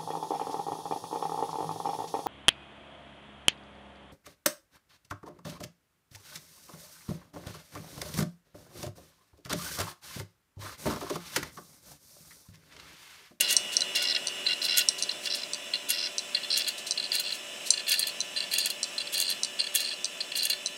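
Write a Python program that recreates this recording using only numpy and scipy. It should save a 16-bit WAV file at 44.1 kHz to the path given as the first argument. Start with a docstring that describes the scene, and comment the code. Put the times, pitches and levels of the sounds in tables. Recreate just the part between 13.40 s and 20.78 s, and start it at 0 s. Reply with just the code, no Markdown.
"""The head arm of a failing hard drive buzzes through bursts of short seeks, driven by its coil, and
slams against its stop and bounces, over and over. The head scrapes and chips at the platter; arm, head
and bearings shake the metal frame. Behind them the spindle whines and the platters whirr in the air.
The cover is off, the drive sits on a cluttered bench in a small room, the microphone moves close by."""
import sys
import numpy as np
from scipy import signal
from scipy.fft import rfft, irfft, next_fast_len
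from scipy.io import wavfile
from scipy.ndimage import uniform_filter1d

SR = 44100
rng = np.random.default_rng(int(sys.argv[2]) if len(sys.argv) > 2 else 0)


def log_audio(samples):
    """Write samples as a 16-bit WAV file to the path given in sys.argv[1]."""
    # one column per channel
    frames = np.atleast_2d(samples).T
    # limit to full scale, then quantise
    limited = np.clip(frames, -1, 1)
    pcm = np.round(limited * 32767).astype(np.int16)
    wavfile.write(sys.argv[1], SR, pcm)


N = 325325
TIME_S = np.arange(N) / SR

# runs of short seeks: start_s, length_s, level_db, upper_modes_db, shake_db
SEEK_RUNS = [(0.032, 0.08, -34.5, -0.5, -33.5), (0.549, 0.11, -35, 3.5, -30.5),
             (0.671, 0.055, -31.5, 3.5, -32.5), (0.748, 0.022, -28, -0.5, -31),
             (1.056, 0.01, -40, -13, -39), (1.085, 0.055, -31, -6, -31.5), (1.216, 0.055, -30.5, -1.5, -37),
             (1.283, 0.145, -31.5, 1, -31), (1.712, 0.01, -34.5, 1, -40), (1.856, 0.02, -34, 3, -32.5),
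             (1.9, 0.05, -34, 2, -37), (1.97, 0.055, -43, 3, -44), (2.032, 0.01, -34.5, 1, -38),
             (2.343, 0.022, -32, -13, -33), (2.503, 0.18, -36.5, 4.5, -37.5), (2.96, 0.02, -40, -14, -32),
             (3.032, 0.02, -37, -10, -38), (3.102, 0.078, -28.5, -2, -36.5), (3.194, 0.033, -34, 0, -30.5),
             (3.244, 0.01, -35, -8, -44), (3.265, 0.03, -33.5, -14, -32.5), (3.626, 0.044, -35, -12, -37),
             (3.727, 0.088, -31, -16, -36), (3.837, 0.078, -36.5, -9, -40.5),
             (4.374, 0.01, -31.5, -24, -35), (4.394, 0.02, -35.5, -20, -34.5),
             (4.467, 0.033, -36, -18, -34), (4.5055, 0.044, -27.5, -17, -31),
             (4.558, 0.033, -34.5, -13, -42), (4.592, 0.055, -31.5, -16, -35.5),
             (4.668, 0.033, -33.5, -14, -37.5), (4.974, 0.022, -32.5, -20, -33),
             (5.025, 0.02, -37, -18, -35.5), (5.114, 0.165, -33, -15, -36), (5.301, 0.01, -31.5, -13, -41),
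             (5.602, 0.022, -35.5, -19, -34), (5.671, 0.01, -38, -17, -38), (5.744, 0.185, -32.5, -12, -39),
             (6.19, 0.01, -31, -22, -36), (6.212, 0.01, -33, -24, -36), (6.24, 0.01, -35, -22, -33),
             (6.267, 0.01, -34.5, -22, -33), (6.359, 0.19, -34.5, -9, -38.5), (6.919, 0.01, -36, -17, -32),
             (6.953, 0.01, -31, -19, -32), (6.985, 0.088, -31.5, -9, -38.5),
             (7.106, 0.033, -29.5, -15, -34)]
# single hard throws of the arm: start_s, length_s, level_db
ARM_JOLTS = [(0.4176, 0.0048, -24.5), (0.722, 0.0051, -29), (1.064, 0.0096, -22), (1.691, 0.0061, -26.5),
             (2.336, 0.0036, -24.5), (2.9466, 0.0087, -22.5), (3.5747, 0.0083, -27.5),
             (3.5983, 0.0032, -27.5), (3.7184, 0.0025, -25), (3.9227, 0.006, -29), (4.336, 0.0072, -27.5),
             (4.6275, 0.0051, -27), (4.962, 0.013, -29), (5.004, 0.0033, -27.5), (5.136, 0.0059, -27),
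             (5.5797, 0.0088, -28.5), (6.1983, 0.0072, -22.5), (6.805, 0.011, -29.5), (7.099, 0.006, -26)]
# blows on the stop: start_s, level_db, bounce_after_s
STOP_BLOWS = [(0.1655, -11.5, .01), (0.3669, -14.5, .01), (0.406, -22, .012), (0.87, -23, 0.012),
              (1.4862, -13, .01), (1.6232, -20.5, .011), (2.1332, -24.5, 0.011), (2.7812, -22, 0.0091),
              (3.5084, -20, 0.01), (4.3043, -11, .01), (4.8037, -22, .0086), (5.4296, -21.5, .0103),
              (6.0326, -20, .014), (6.6436, -21.5, .01), (7.2592, -22.5, .01)]
# head drags; most crest in a sharp strike, some are only a soft hiss:
# peak_s, drag_s, hiss_db, grit_db, strike_db
HEAD_DRAGS = [(0.0076, 0.0075, -25, -38, -11.5), (0.1078, 0.03, -27, -37, -19),
              (0.127, 0.007, -30.5, -29, -16), (0.337, 0.022, -34, -45, -42),
              (0.557, 0.006, -27.5, -46, -23.5), (0.625, 0.006, -32, -37, -34),
              (1.254, 0.039, -36, -37, -32), (1.373, 0.013, -31, -40, -14.5),
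              (1.3817, 0.008, -27, -38, -9.5), (1.587, 0.007, -33, -60, -56), (1.86, 0.037, -37, -44, -38),
              (1.955, 0.014, -36.5, -39, -38), (2.4925, 0.0099, -36, -44, -22),
              (2.5027, 0.008, -30.5, -39, -13), (3.1755, 0.017, -30.5, -44, -17.5),
              (3.2831, 0.014, -39, -39, -22.5), (3.383, 0.008, -36.5, -56, -55),
              (3.471, 0.007, -33, -58, -60), (3.752, 0.032, -35.5, -35, -19.5),
              (3.798, 0.004, -42, -43, -22.5), (3.953, 0.053, -41, -45, -37), (4.273, 0.023, -35, -43, -62),
              (4.495, 0.021, -34.5, -30.5, -20), (4.5185, 0.011, -29, -39, -16.5),
              (4.539, 0.011, -42, -42, -23), (4.593, 0.004, -43, -41, -15),
              (4.6717, 0.003, -48, -50, -22.5), (5.1373, 0.032, -39.5, -36, -20),
              (5.184, 0.0044, -31, -42, -14.5), (5.258, 0.007, -38, -46, -17),
              (5.302, 0.0077, -41, -53, -23), (5.7416, 0.021, -33, -32.5, -24),
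              (5.7787, 0.003, -43, -45, -22), (5.8007, 0.004, -40, -42, -16),
              (5.8144, 0.012, -44, -39, -20), (5.9017, 0.012, -38, -38, -22),
              (6.3565, 0.019, -34.5, -29, -12), (6.404, 0.007, -33.5, -43, -24),
              (6.975, 0.022, -34, -32, -28), (7.0313, 0.003, -48, -48, -23),
              (7.0526, 0.0063, -38, -43, -16.5), (7.099, 0.006, -42, -44, -18.5)]
# microphone path round the drive: time_s, place, whirr_db
MIC_PATH = [(0, 0, 3.5), (1.5, 0.26, 1.5), (1.85, 1, 1), (2.3, 0.6, 0), (3.2, 2, 0), (4.1, 2.5, 0.05),
            (5.5, 4.5, 0.5), (7.4, 3, -1)]

# arm bending modes and frame modes: pitch_hz, width_hz, place0_db, place3_db
ARM_MODES = [(3944, 185, -2, -10), (4152, 148, 0, -0.5), (4600, 236, -9.5, -.5)]
FRAME_MODES = [(1467, 26.6, -3, -14.5), (1754, 66, -12, -5.5), (1937, 37, -4, -10.5), (2193, 72, -6, -7),
               (2605, 320, -12, -8), (2803, 36.4, 8, 6), (3113, 94, -8, -7), (3403, 103, -.5, 3.5),
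               (3505, 16.5, 3.5, 3)]
# resonances of each part: pitch_hz, width_hz, gain_db
ARM_UPPER_MODES = [(4600, 570, -2.5), (5330, 530, -3), (6100, 290, -24)]
SUSPENSION_MODES = [(6330, 2100, 4.5), (7570, 260, -9), (8560, 340, 14.5), (9850, 340, -9)]
STOP_LOW_MODES = [(3680, 76, 2), (4050, 134, 16.8), (4745, 130, 13)]
STOP_HIGH_MODES = [(5440, 470, 3.5), (6150, 336, 5), (7360, 130, -2), (8420, 190, 4.5), (9640, 420, -7)]
HEAD_MODES = [(6590, 730, 1), (7380, 350, -1.5), (8080, 350, -0.5), (9200, 700, 1.5), (10600, 1200, 0.5),
              (11380, 780, 5), (14000, 1800, -12), (14800, 90, 1), (15900, 430, -2)]
CASING_MODES = [(5230, 62, 2), (5470, 33, -3), (5960, 29, -4), (6340, 32, -15), (6580, 36, -6),
                (7520, 100, 4.5), (7970, 45, 2), (8250, 45, 2), (9400, 41, 0), (10500, 32, -9),
                (13000, 26, -13), (14600, 33, -8)]
# spindle, motor and bearing tones: pitch_hz, place0_db, place1_db, place2_db
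SPINDLE_TONES = [(377, -59, -62, -65), (587, -56, -57, -59), (673, -65, -68, -73), (861, -65, -75, -70),
                 (1007, -62, -63, -65), (1179, -68, -70, -70), (1346, -68, -69, -68), (1750, -65, -66, -61),
                 (1943, -56, -65, -70), (2511, -62, -61, -58), (2566, -63, -68, -65), (2621, -67, -65, -57),
                 (2646, -53, -62, -66), (2666, -67, -62, -61), (2890, -41, -56, -52), (3005, -79, -69, -62),
                 (3059, -56, -58, -56), (3113, -69, -68, -61), (3499, -52, -55, -58), (3507, -56, -60, -58),
                 (3900, -72, -60, -65), (3930, -60, -62, -60), (5297, -69, -63, -67), (5416, -64, -68, -62),
                 (6169, -66, -73, -70), (6608, -67, -67, -62), (7477, -62, -70, -66), (7801, -68, -65, -63),
                 (9561, -63, -72, -71)]
# spectra of drag hiss and platter air: frequency_hz, gain_db
HISS_SPECTRUM = [(1500, -69), (3300, -10), (4100, 6.5), (5000, -1), (6400, -1), (7600, -5), (8600, -2),
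                 (10000, -9), (16000, -23)]
AIR_SPECTRUM = [(25, -52), (60, -23), (120, -12), (220, -1.5), (450, -3.5), (650, 2), (850, -8), (1400, -6),
                (2100, -4), (2750, 3), (4300, -9.5), (8000, -10), (12000, -17.5), (16000, -23.5)]

RUN_SQUEAL_DB, JOLT_SQUEAL_DB = -12.5, -9.5  # servo tone over servo noise


def arm_seeks(place, edge_s=0.0015, lead_s=0.0014, squeal_hz=4130, shake_s=0.006):
    """Pulses of coil force set the arm buzzing; returns the buzz and the power fed to the frame."""
    out, shake, t = np.zeros(N), np.zeros(N), TIME_S[:2000]
    plan = seek_plan()
    starts_s, lengths_s, *_, squeals_db = np.transpose(plan)[:, :, None]
    seek_place = np.interp(starts_s, TIME_S, place)
    force = np.clip(np.minimum(t, lengths_s + edge_s - t) / edge_s, 0, 1)
    # the servo hunts near the arm's resonance
    hunt_hz = squeal_hz * (1 + 0.0093 * rng.standard_normal((len(plan), 1)))
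    squeal = undb(squeals_db) * np.sin(2 * np.pi * hunt_hz * t)
    push = force * (rng.standard_normal(force.shape) + squeal)
    bending = band(ring_at(push, ARM_MODES, seek_place), 3200, 5400)
    upper = band(ring(push, ARM_UPPER_MODES), 4800, 6700)
    suspension = band(ring(push, SUSPENSION_MODES), 6340, 9560)
    for k, (start_s, _, level_db, upper_db, shake_db, squeal_db) in enumerate(plan):
        # more squeal, less noise into the suspension
        suspension_db = -18 + 2.5 * seek_place[k] + RUN_SQUEAL_DB - squeal_db
        buzz = undb(3) * crest(bending[k]) + undb(upper_db) * crest(upper[k])
        buzz += undb(suspension_db) * crest(suspension[k])
        add(out, start_s - lead_s, undb(level_db) * buzz)
        add(shake, start_s - lead_s, undb(shake_db) ** 2 * np.exp(-(t / shake_s) ** 2))
    return out, shake


def seek_plan(turn_hz=90.6, seek_s=0.0062, jitter_s=0.0016, jolt_upper_db=-23, jolt_shake_db=-5.5):
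    """Jolts, and a seek per platter turn in runs: start_s, length_s, level/upper/shake/squeal_db."""
    plan = [(start_s, length_s, level_db, jolt_upper_db, level_db + jolt_shake_db, JOLT_SQUEAL_DB)
            for start_s, length_s, level_db in ARM_JOLTS]
    scatter = rng.standard_normal((len(SEEK_RUNS), 20, 4))
    for (run_start_s, run_s, level_db, upper_db, shake_db), draws in zip(SEEK_RUNS, scatter):
        turns = max(round(run_s * turn_hz), 1)
        for turn, (late, longer, louder, shakier) in enumerate(draws[:turns]):
            wander = min(turn, 1)  # a run starts cleanly, then the servo wanders
            start_s = run_start_s + turn / turn_hz + wander * jitter_s * late
            length_s = seek_s * np.exp(0.19 * longer)
            plan.append((start_s, length_s, level_db + 2 * wander * louder,
                         upper_db, shake_db + 3 * wander * shakier, RUN_SQUEAL_DB))
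    return plan


def stop_clacks(contact_s=0.0009, chatter_s=0.00093, bounce_db=-5, bounce_below_db=-16):
    """The arm hits its stop with a brief chatter; hard blows ring brighter, and a bounce is heard only after
    the softer blows."""
    out, t = np.zeros(N), TIME_S[:1500]
    blows = [(start_s, level_db) for start_s, level_db, _ in STOP_BLOWS]
    blows += [(start_s + flight_s, level_db + bounce_db)
              for start_s, level_db, flight_s in STOP_BLOWS if level_db < bounce_below_db]
    chatter = undb(-3) * np.exp(-t / chatter_s) * np.minimum(t / contact_s, 1) ** 2
    force = chatter * rng.standard_normal((len(blows), len(t)))
    force[:, int(contact_s * SR)] += 1  # the blow itself
    low = band(ring(force, STOP_LOW_MODES), 3600, 6500)
    high = band(ring(force, STOP_HIGH_MODES), 3600, 11600)
    for k, (start_s, level_db) in enumerate(blows):
        hardness = undb(0.62 * (level_db + 24))
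        clack = undb(-1) * crest(low[k]) + hardness * crest(high[k])
        add(out, start_s, undb(level_db) * clack / np.hypot(1, hardness))
    return out


def head_scrapes(hiss_s=0.018, grit_s=0.0087, shake_s=0.012):
    """The dragging head hisses and rings with gritty slips; also returns the power fed to the frame."""
    powers, t = np.zeros((3, N)), TIME_S[:SR // 4]
    for peak_s, drag_s, hiss_db, grit_db, strike_db in HEAD_DRAGS:
        shake_db = 0.55 * hiss_db + 0.45 * strike_db - 4.5
        rise = np.minimum(t / drag_s, 1) ** 0.78
        for power, db, fade_s in zip(powers, (hiss_db, grit_db, shake_db), (hiss_s, grit_s, shake_s)):
            fade = np.exp(-np.maximum(t - drag_s, 0) / fade_s)
            add(power, peak_s - drag_s, (undb(db) * rise * fade) ** 2)
    hiss_power, grit_power, shake = powers
    hiss = undb(0.5 * drift(260)) * colour(rng.standard_normal(N), HISS_SPECTRUM)
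    slips = rng.standard_normal(N) * undb(3 * rng.exponential(size=N) + 2 * drift(260))
    grit = undb(-1) * unit(band(ring(slips, HEAD_MODES), 6900))
    return np.sqrt(hiss_power) * hiss + np.sqrt(grit_power) * grit, shake


def head_strikes(contact_s=0.0012, skip_s=0.0077, skip_db=-9.5, gain_db=-4):
    """At the peak of most drags the head chips at the platter, then skips twice, weaker each time."""
    out, t, hits = np.zeros(N), TIME_S[:900], []
    scatter = rng.uniform(-1, 1, (len(HEAD_DRAGS), 2, 2))
    for (start_s, *_, level_db), skips in zip(HEAD_DRAGS, scatter):
        hits.append((start_s, level_db))
        for late, louder in skips:
            start_s += skip_s * (1 + 0.5 * late)
            level_db += skip_db + 4 * louder
            hits.append((start_s, level_db))
    contact = rng.standard_normal((len(hits), len(t))) * np.sqrt(t) * np.exp(-t / contact_s)
    chips = band(ring(contact, HEAD_MODES), 3200)
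    for (start_s, level_db), chip in zip(hits, chips):
        add(out, start_s, undb(level_db + gain_db) * crest(chip, window_samples=70))
    return out


def frame_ring(shake, place, gain_db=16):
    """Arm, head and bearings shake the metal frame."""
    bearing = undb(-47 - 11.5 * np.minimum(place, 1))
    force = band(rng.standard_normal(N), 1250, 5200) * np.sqrt(shake + bearing ** 2)
    return undb(gain_db) * ring_at(force, FRAME_MODES, place)


def spindle_whine(place, gain_db=1):
    """Spindle and bearing tones flutter slightly, and swell and fade as the microphone moves."""
    out = np.zeros(N)
    speed = 1 + 0.000201 * drift(1.99)
    for pitch_hz, *place_db in SPINDLE_TONES:
        level_db = np.interp(place, [0, 1, 2], place_db) + drift(2.74) + drift(30)
        wobbling_hz = pitch_hz * (speed + 0.00031 * drift(40))
        phase = 2 * np.pi * np.cumsum(wobbling_hz) / SR
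        out += undb(level_db + gain_db) * np.sqrt(2) * np.sin(phase)
    return out


def platter_whirr(gain_db, air_db=-44.5, casing_db=-55, cavity_t60_s=0.1):
    """Air dragged round by the platters; its treble rings in the open casing."""
    t, flow = TIME_S[:SR // 4], rng.standard_normal(N)
    cavity = rng.standard_normal(len(t)) * undb(-60 * t / cavity_t60_s)
    treble = signal.fftconvolve(band(flow, 4730), cavity / np.linalg.norm(cavity))[:N]
    air = undb(air_db) * colour(band(flow, 15, 6300) + treble, AIR_SPECTRUM)
    casing = undb(casing_db) * unit(band(ring(rng.standard_normal(N), CASING_MODES), 5000, 15300))
    return (air + casing) * undb(gain_db + 0.5 * drift(9.3))


def room(x, bench_db=-12, bench_t60_s=0.073, room_db=-15, room_t60_s=0.24):
    """Add quick reflections off the bench clutter and the short tail of the room."""
    t = TIME_S[:SR // 2]
    response = np.zeros(len(t))
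    for level_db, t60_s in ((bench_db, bench_t60_s), (room_db, room_t60_s)):
        tail = rng.standard_normal(len(t)) * undb(-60 * t / t60_s) * (t > 0.002)
        response += undb(level_db) * tail / np.linalg.norm(tail)
    return x + signal.fftconvolve(x, response)[:N]


def ring(x, modes):
    """Drive resonances; neighbours swing in opposite sense."""
    return sum((-1) ** k * undb(db) * signal.lfilter(*signal.iirpeak(hz, hz / width_hz, fs=SR), x)
               for k, (hz, width_hz, db) in enumerate(modes))


def ring_at(x, modes, place):
    """Resonances that beam differently to microphone places 0 and 3."""
    first = ring(x, [(hz, width_hz, db) for hz, width_hz, db, _ in modes])
    last = ring(x, [(hz, width_hz, db) for hz, width_hz, _, db in modes])
    return first + (last - first) * np.clip(place / 3, 0, 1)


def band(x, low_hz, high_hz=0.45 * SR):
    """Steep band-pass."""
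    return signal.sosfilt(signal.butter(4, [low_hz, high_hz], "band", fs=SR, output="sos"), x)


def colour(x, spectrum):
    """Shape x with a smooth spectrum; rms 1."""
    hz, db = np.transpose(spectrum)
    size = next_fast_len(N)
    bins_hz = np.maximum(np.fft.rfftfreq(size, 1 / SR), 1)
    gain = undb(np.interp(np.log(bins_hz), np.log(hz), db))
    return unit(irfft(rfft(x, size) * gain, size)[:N])


def drift(rate_hz):
    """Smooth random curve, spread near 1."""
    hold = int(SR / rate_hz)
    steps = np.repeat(rng.standard_normal(N // hold + 1), hold)
    return 1.186 * uniform_filter1d(steps, hold)[:N]


def undb(db):
    """Decibels to gain."""
    return 10 ** (np.asarray(db) / 20)


def unit(x):
    """Scale to rms 1."""
    return x / np.sqrt(np.mean(x ** 2))


def crest(x, window_samples=176):
    """Scale the loudest window to rms 1."""
    return x / np.sqrt(uniform_filter1d(x ** 2, window_samples, mode="constant").max())


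def add(out, start_s, x):
    """Mix x into out at start_s."""
    i = int(round(start_s * SR))
    x, i = x[max(-i, 0):], max(i, 0)
    out[i:i + len(x)] += x[:max(N - i, 0)]


def scene():
    """Arm, head and frame rattle in the room, over spindle and platters."""
    path_s, places, whirr_db = np.transpose(MIC_PATH)
    place = np.interp(TIME_S, path_s, places)
    buzz, seek_shake = arm_seeks(place)
    drag, drag_shake = head_scrapes()
    rattle = buzz + drag + stop_clacks() + head_strikes() + frame_ring(seek_shake + drag_shake, place)
    mix = room(rattle) + spindle_whine(place) + platter_whirr(np.interp(TIME_S, path_s, whirr_db))
    return mix[None]


def record(dry, ceiling=0.8, low_hz=35, top_hz=15800):
    """Round the highest peaks; cut the deepest bass and the top."""
    rounded = dry / (1 + (dry / ceiling) ** 4) ** 0.25
    bass_cut = signal.sosfilt(signal.butter(1, low_hz, "high", fs=SR, output="sos"), rounded)
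    return signal.sosfilt(signal.ellip(10, 0.2, 70, top_hz, fs=SR, output="sos"), bass_cut)


dry = scene()
out = record(dry)
log_audio(out)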